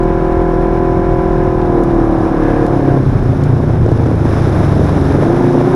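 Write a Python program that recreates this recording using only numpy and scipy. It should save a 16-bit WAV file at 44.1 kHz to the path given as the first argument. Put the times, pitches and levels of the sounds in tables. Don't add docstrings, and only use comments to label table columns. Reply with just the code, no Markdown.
import sys
import numpy as np
from scipy import signal
from scipy.fft import rfft, irfft
from scipy.io import wavfile
from scipy.ndimage import uniform_filter1d, minimum_filter1d

SR = 44100
rng = np.random.default_rng(int(sys.argv[2]) if len(sys.argv) > 2 else 0)


def generate_wav(sig):
    pcm = np.round(np.clip(np.atleast_2d(sig).T, -1, 1) * 32767).astype(np.int16)
    wavfile.write(sys.argv[1], SR, pcm)


N = 253575
TIME = np.arange(N) / SR


def amp(db):
    return 10 ** (np.asarray(db) / 20)


def unit(x):
    return x / np.sqrt(np.mean(x ** 2) + 1e-20)


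def curves(table):
    seconds, *columns = np.transpose(table)
    return [np.interp(TIME, seconds, column) for column in columns]


def wander(hz):
    freqs = np.fft.rfftfreq(N, 1 / SR)
    return unit(irfft(rfft(rng.standard_normal(N)) / (1 + (freqs / hz) ** 4), N))


def colour(x, spectrum, size=8192):
    hz, db = np.transpose(spectrum)
    log_hz = np.log(abs(np.fft.fftfreq(size, 1 / SR)) + 1)
    log_gain = np.log(amp(np.interp(log_hz, np.log(hz), db, right=-100)))
    response = np.fft.ifft(np.exp(np.conj(signal.hilbert(log_gain)))).real
    return signal.oaconvolve(x, response[:size // 2])[:N]


def boost(pitch, peaks):
    return sum(db / (1 + ((pitch - centre) / width) ** 2) for centre, width, db in peaks)


# time in seconds, cycles a second.
ENGINE_SPEED = [(0, 41.51), (.5, 41.45), (.8, 41.62), (1.28, 41.5), (1.53, 40.97), (1.7, 39.32),
                (1.9, 37.69), (2.15, 36.56), (2.47, 35.95), (2.61, 35.87), (2.75, 34.37), (2.95, 33.58),
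                (3.09, 31.27), (3.35, 29.52), (3.8, 27.86), (4.45, 25.84), (4.8, 24.46), (5.09, 22.21),
                (5.2, 25.27), (5.3, 28.17), (5.4, 29.36), (5.61, 29.3), (5.75, 30.4)]

def crankshaft(start_turn=-.232):
    cycle_hz, = curves(ENGINE_SPEED)
    return cycle_hz, start_turn + np.cumsum(cycle_hz) / SR


# start in seconds, glide in
# seconds, then in dB the drone, lift of every third order, throb, boom, howl, shake, rasp and
THROTTLE_STAGES = [(0, .01, 0.5, 5, -33.5, -26.5, -51, -19.5, -40, -34, 0.17),
                   (1.55, 0.19, 1.5, 1.8, -29.5, -33.5, -45, -21, -21, -35, 0.16),
                   (2.66, 0.071, -1.5, 4, -24, -15, -36, -27, -18, -35, 0.24),
                   (2.92, 0.2, -7.5, 0.5, -19, -16.5, -29.5, -29, -22.5, -36, 0.44),
                   (5.1, 0.19, -1, -1.5, -47, -21, -15.5, -35, -18, -35, 1.1)]

def throttle():
    levels = np.array(THROTTLE_STAGES[0][2:], float)[:, None]
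    for start, glide_s, *target in THROTTLE_STAGES:
        share = np.clip((TIME - start) / glide_s, 0, 1)
        levels = levels * (1 - share) + np.array(target)[:, None] * share
    return levels


# pitch in Hz, level in dB.
ENGINE_TONE = [(60, -32), (120, -42), (225, -31), (400, -38.5), (600, -45), (1000, -48), (1500, -59.5),
               (1900, -70.5), (2500, -74)]
# pitch in Hz, half width in Hz, boost in dB.
PIPE_RINGS = [(179, 26, 7), (265.2, 20, 13), (340.4, 33, 15), (396.6, 22.3, 10.5), (463.6, 6.9, 14),
              (498, 2.6, 0), (536, 23, 14.5), (708, 26.3, 16.5), (770.5, 10, 10), (836, 16, 9),
              (1013, 36, 12.5), (1133, 17, 7.5), (1263, 12, 9), (1370, 6.4, 7.5), (1685, 62, 12.5),
              (2245, 17, 12), (2455, 7.3, 14)]
# order, half width in orders, boost or cut in dB.
ORDER_ACCENTS = [(10.1, .6, 1), (6.33, .7, -12.5), (11.33, .4, -11), (22.76, .6, -7), (24.2, .6, 3),
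                 (29.45, .6, -10), (31, .4, 6), (40.3, .6, 3.5)]

def engine(cycle_hz, turns, drone_db, third_db, throb_db, boom_db, howl_db, shake_db):
    second_share, second_delay = 0.33, .239
    extra_db = {3: throb_db, 4: boom_db, 12: howl_db}
    crank = turns + .001 * wander(18.0)
    tones = amp(shake_db) * np.cos(2 * np.pi * crank)
    grid_hz = np.arange(1, SR // 16)
    hz, db = np.transpose(ENGINE_TONE)
    pipe_db = np.interp(np.log(grid_hz), np.log(hz), db) + boost(grid_hz, PIPE_RINGS)
    for order in range(2, 61):
        order_hz = order * cycle_hz
        thump_pair = abs(1 + second_share * np.exp(-2j * np.pi * order * second_delay))
        bright_db = drone_db * np.log2(np.maximum(order_hz / 390, 1))
        accent_db = boost(order, ORDER_ACCENTS) + third_db * (order % 3 == 0)
        gain = thump_pair * amp(drone_db + bright_db + accent_db + np.interp(order_hz, grid_hz, pipe_db))
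        if order in extra_db:
            gain = np.hypot(gain, amp(extra_db[order]))
        lag = order * (0.917 + 0.054 * rng.standard_normal()) + .14 * max(order - 13, 0) ** 2
        tones -= gain * np.cos(2 * np.pi * order * crank - lag)
    uneven = 1 + .08 * wander(25)
    lope = .15 * np.clip((TIME - 5.12) * 10, 0, 1)
    return np.sqrt(2) * tones * uneven * (1 + lope * np.cos(np.pi * turns))


# pitch in Hz, relative level in dB.
EXHAUST_TONE = [(100, -24.5), (230, -4.5), (340, 3), (420, -7), (500, -6.5), (620, -8), (780, -11.5),
                (1100, -16), (2000, -53.5)]

def exhaust_rasp(turns, level_db, depth, uneven_db=2.0, trim_db=-1):
    puffs = np.exp(depth * np.cos(2 * np.pi * turns - 0.68))
    puffs /= np.sqrt(np.i0(2 * depth))
    puffs *= amp(uneven_db * wander(15))
    return amp(level_db + trim_db) * unit(colour(puffs * rng.standard_normal(N), EXHAUST_TONE))


# pitch in Hz, relative level in dB.
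CLATTER_TONE = [(200, -7), (450, 4), (800, 0), (1050, -5), (1200, -6), (1450, -6.5), (1690, -9),
                (1900, -14.5), (2300, -17.5), (2600, -23), (2900, -25.5), (4500, -41), (9000, -83)]

def clatter(turns, level_db, drone_db, loose_db=5.5, repeat_db=-17.5):
    pattern = sum(np.cos(2 * np.pi * (order * turns + rng.random())) for order in range(30, 64))
    repeating = unit(colour(pattern, CLATTER_TONE))
    beat = np.exp(0.032 * np.cos(2 * np.pi * turns - 1) + 0.058 * np.cos(8 * np.pi * turns))
    loose = unit(colour(beat * rng.standard_normal(N), CLATTER_TONE))
    return amp(level_db) * (amp(loose_db) * loose + amp(repeat_db + drone_db) * repeating)


# time in seconds, level in dB.
BELT_LEVELS = [(0, -41), (1.5, -42), (1.9, -52), (2.35, -43), (2.47, -31), (2.58, -34), (2.68, -52),
               (2.8, -37.5), (3.1, -47), (5.75, -58)]
# pitch in Hz, relative level in dB.
HOUSING_TONE = [(700, -41), (1350, -21), (1550, 3), (1680, 2), (1780, -5), (1950, -11), (3500, -25.5),
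                (8000, -58)]

def belt(turns, depth=0.67):
    level_db, = curves(BELT_LEVELS)
    scrape = np.exp(depth * np.cos(4 * np.pi * turns)) * rng.standard_normal(N)
    return amp(level_db) * unit(colour(scrape, HOUSING_TONE))


# pitch in Hz, relative level in dB.
RUMBLE_TONE = [(30, -18.5), (70, -11), (100, -8.5), (135, 1.5), (175, -3.5), (215, -6), (260, -11.5),
               (350, -21.5), (800, -53), (3000, -79)]
SWAY_TONE = [(8, -34.5), (18, -6), (30, 4), (60, 2.5), (90, 4), (160, -19), (400, -63.5)]

def chassis(rumble_db, sway_db, thud, lumpy_db=0.5):
    shaking = rng.standard_normal(N) * amp(lumpy_db * wander(51))
    rumble = unit(colour(shaking, RUMBLE_TONE))
    sway = unit(colour(rng.standard_normal(N), SWAY_TONE))
    return amp(rumble_db) * rumble + (amp(sway_db) + thud) * sway


# time in seconds, lower note in Hz, level in dB before the cab's boost.
RISING_HUM = [(0, 92, -44.5), (1.3, 96, -32.5), (2.0, 102, -32), (2.55, 106, -38.5), (2.75, 107.5, -37),
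              (3.3, 112, -27), (3.55, 116, -23.5), (3.7, 121, -25), (4.1, 131, -28), (4.5, 137, -25.5),
              (5.0, 143.3, -26), (5.75, 147, -29.5)]
# pitch in Hz, half width in Hz, boost in dB.
CAB_RING = [(138.4, 20.4, 9)]

def rising_hum(upper_ratio=1.26, waver_cycles=0.06, flutter=0.16):
    hz, level_db = curves(RISING_HUM)
    cycles = np.cumsum(hz) / SR
    hum = np.zeros(N)
    for ratio in (1, upper_ratio):
        tone = np.sin(2 * np.pi * (ratio * cycles + waver_cycles * wander(1.2)))
        hum += amp(boost(ratio * hz, CAB_RING)) * tone * (1 + flutter * wander(33))
    return np.sqrt(2) * amp(level_db) * hum


# pitch in Hz, relative level in dB.
CRUNCH_TONE = [(1500, -9), (2900, -3.5), (3700, 3.5), (4500, -5.5), (5250, 1.5), (6300, -5), (7200, -11.5),
               (9100, -13.5), (10200, -5), (11400, -18), (12500, -19), (13500, -23.5), (15000, -33),
               (16000, -36.5)]

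def gravel(level_db, grains_per_s=1500, spread_db=1.3):
    sizes = amp(spread_db * np.minimum(rng.exponential(1, N), 5))
    signs = rng.choice([-1, 1], N)
    grains = unit(sizes * signs * (rng.random(N) < grains_per_s / SR))
    grit = rng.standard_normal(N)
    return amp(level_db) * unit(colour(grains + grit, CRUNCH_TONE))


# start in seconds, relative peak in dB, top of the tick in Hz.
STONE_HITS = [(0.032, -38.5, 7000), (0.248, -41, 5000), (0.323, -43, 4970), (0.522, -44, 6000),
              (1.331, -41, 5000), (1.616, -36, 4000), (1.8365, -36, 11000), (1.904, -45, 5000),
              (2.185, -46, 8000), (2.436, -40, 7000), (2.665, -33.5, 9000), (3.03, -39, 5000),
              (3.2325, -44, 9000), (3.4375, -32, 8000), (3.861, -40, 6000), (3.8896, -34, 4000),
              (3.9155, -39, 7000), (4.0621, -40, 7000), (4.844, -39, 6000)]

def stones(fade_s=0.027, trim_db=4.0, low_hz=1900):
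    out = np.zeros(N)
    t = np.arange(SR // 20) / SR
    for start, db, top_hz in STONE_HITS:
        band = signal.butter(2, [low_hz, top_hz], "bandpass", fs=SR, output="sos")
        tick = signal.sosfilt(band, rng.standard_normal(len(t)) * amp(-60 * t / fade_s))
        out[round(start * SR):][:len(t)] += amp(db + trim_db) * tick / abs(tick).max()
    return out


# middle in seconds, half length in seconds, thud in dB, change of the rumble in dB.
ROAD_BUMPS = [(0.347, 0.067, -18, -5), (1.256, 0.079, -29, -0.5), (1.878, 0.07, -29, 1),
              (3.143, 0.18, -22, 6), (3.827, 0.079, -19, 2.5)]

def bumps():
    return sum(np.outer([amp(thud_db), rumble_db], np.exp(-((TIME - middle) / half_s) ** 2))
               for middle, half_s, thud_db, rumble_db in ROAD_BUMPS)


# start in seconds, relative peak in dB.
CHUG_HITS = [(1.951, -8), (2.723, -15), (3.332, -13), (3.426, -14), (3.532, -11), (3.639, -9), (3.697, -19),
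             (3.83, -23), (3.862, -4), (3.89, -8), (3.917, -6), (4.06, -5.5), (4.086, -8), (4.114, -4.5),
             (4.14, -10), (4.254, -7.5), (4.282, -10), (4.334, -18), (4.472, -7), (4.499, -12),
             (4.528, -14), (4.634, -12), (4.767, -7), (4.794, -5), (4.819, -12), (4.93, -14), (4.978, -10),
             (5.024, -14), (5.111, -10), (5.148, -9), (5.186, -7.5), (5.225, -7), (5.299, -8), (5.372, -10),
             (5.443, -3), (5.552, -3), (5.613, -9)]
# pitch in Hz, relative level in dB.
CHUG_TONE = [(80, -42), (220, 11), (400, 8), (600, 2), (750, -10), (1000, -13.5), (1700, -28.5),
             (2800, -43.5), (8000, -53)]

def chugs(grit=0.062, rattle_s=.006, trim_db=2):
    out = np.zeros(N)
    t = np.arange(SR // 25) / SR
    for start, db in CHUG_HITS:
        burst = grit * rng.standard_normal(len(t)) * np.exp(-t / rattle_s)
        burst[0] -= 2
        chug = colour(burst, CHUG_TONE)
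        out[round(start * SR):][:len(chug)] += amp(db + trim_db) * chug / abs(chug).max()
    return out


# time in seconds, extra crunch in dB.
ROAD_LOOSENESS = [(0, 2), (1.5, 3), (2.5, 6), (3.2, 5.5), (3.8, 5), (4.2, 7), (4.35, 12), (5.75, 10)]

def scene():
    cycle_hz, turns = crankshaft()
    drone_db, third_db, throb_db, boom_db, howl_db, shake_db, rasp_db, clatter_db, depth = throttle()
    loose_db, = curves(ROAD_LOOSENESS)
    thud, jolt_db = bumps()
    patches_db = wander(17)
    lug_hz = np.maximum(27.05 - cycle_hz, 0)
    motor = engine(cycle_hz, turns, drone_db + 0.62 * lug_hz, third_db, throb_db, boom_db,
                   howl_db + 2 * lug_hz, shake_db)
    puffs_and_chugs = exhaust_rasp(turns, rasp_db + 0.34 * lug_hz, depth) + chugs()
    rattle = clatter(turns, clatter_db + 0.75 * loose_db + patches_db, drone_db) + belt(turns)
    body = chassis(rumble_db=-22 + 0.27 * loose_db + jolt_db, sway_db=-18 + 0.33 * shake_db, thud=thud)
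    hum = rising_hum()
    road = gravel(level_db=-53 + loose_db + 0.5 * patches_db) + stones()
    return (motor + puffs_and_chugs + rattle + body + hum + road)[None]


def record(dry, ceiling=.98, smooth_samples=130, top_hz=15700):
    gain = np.minimum(1, ceiling / (abs(dry) + 1e-9))
    gain = minimum_filter1d(gain, 2 * smooth_samples)
    gain = uniform_filter1d(uniform_filter1d(gain, smooth_samples), smooth_samples)
    lowpass = signal.firwin(511, top_hz, window=("kaiser", 9), fs=SR)
    return signal.oaconvolve(dry * gain, lowpass[None], "same")


dry = scene()
out = record(dry)
generate_wav(out)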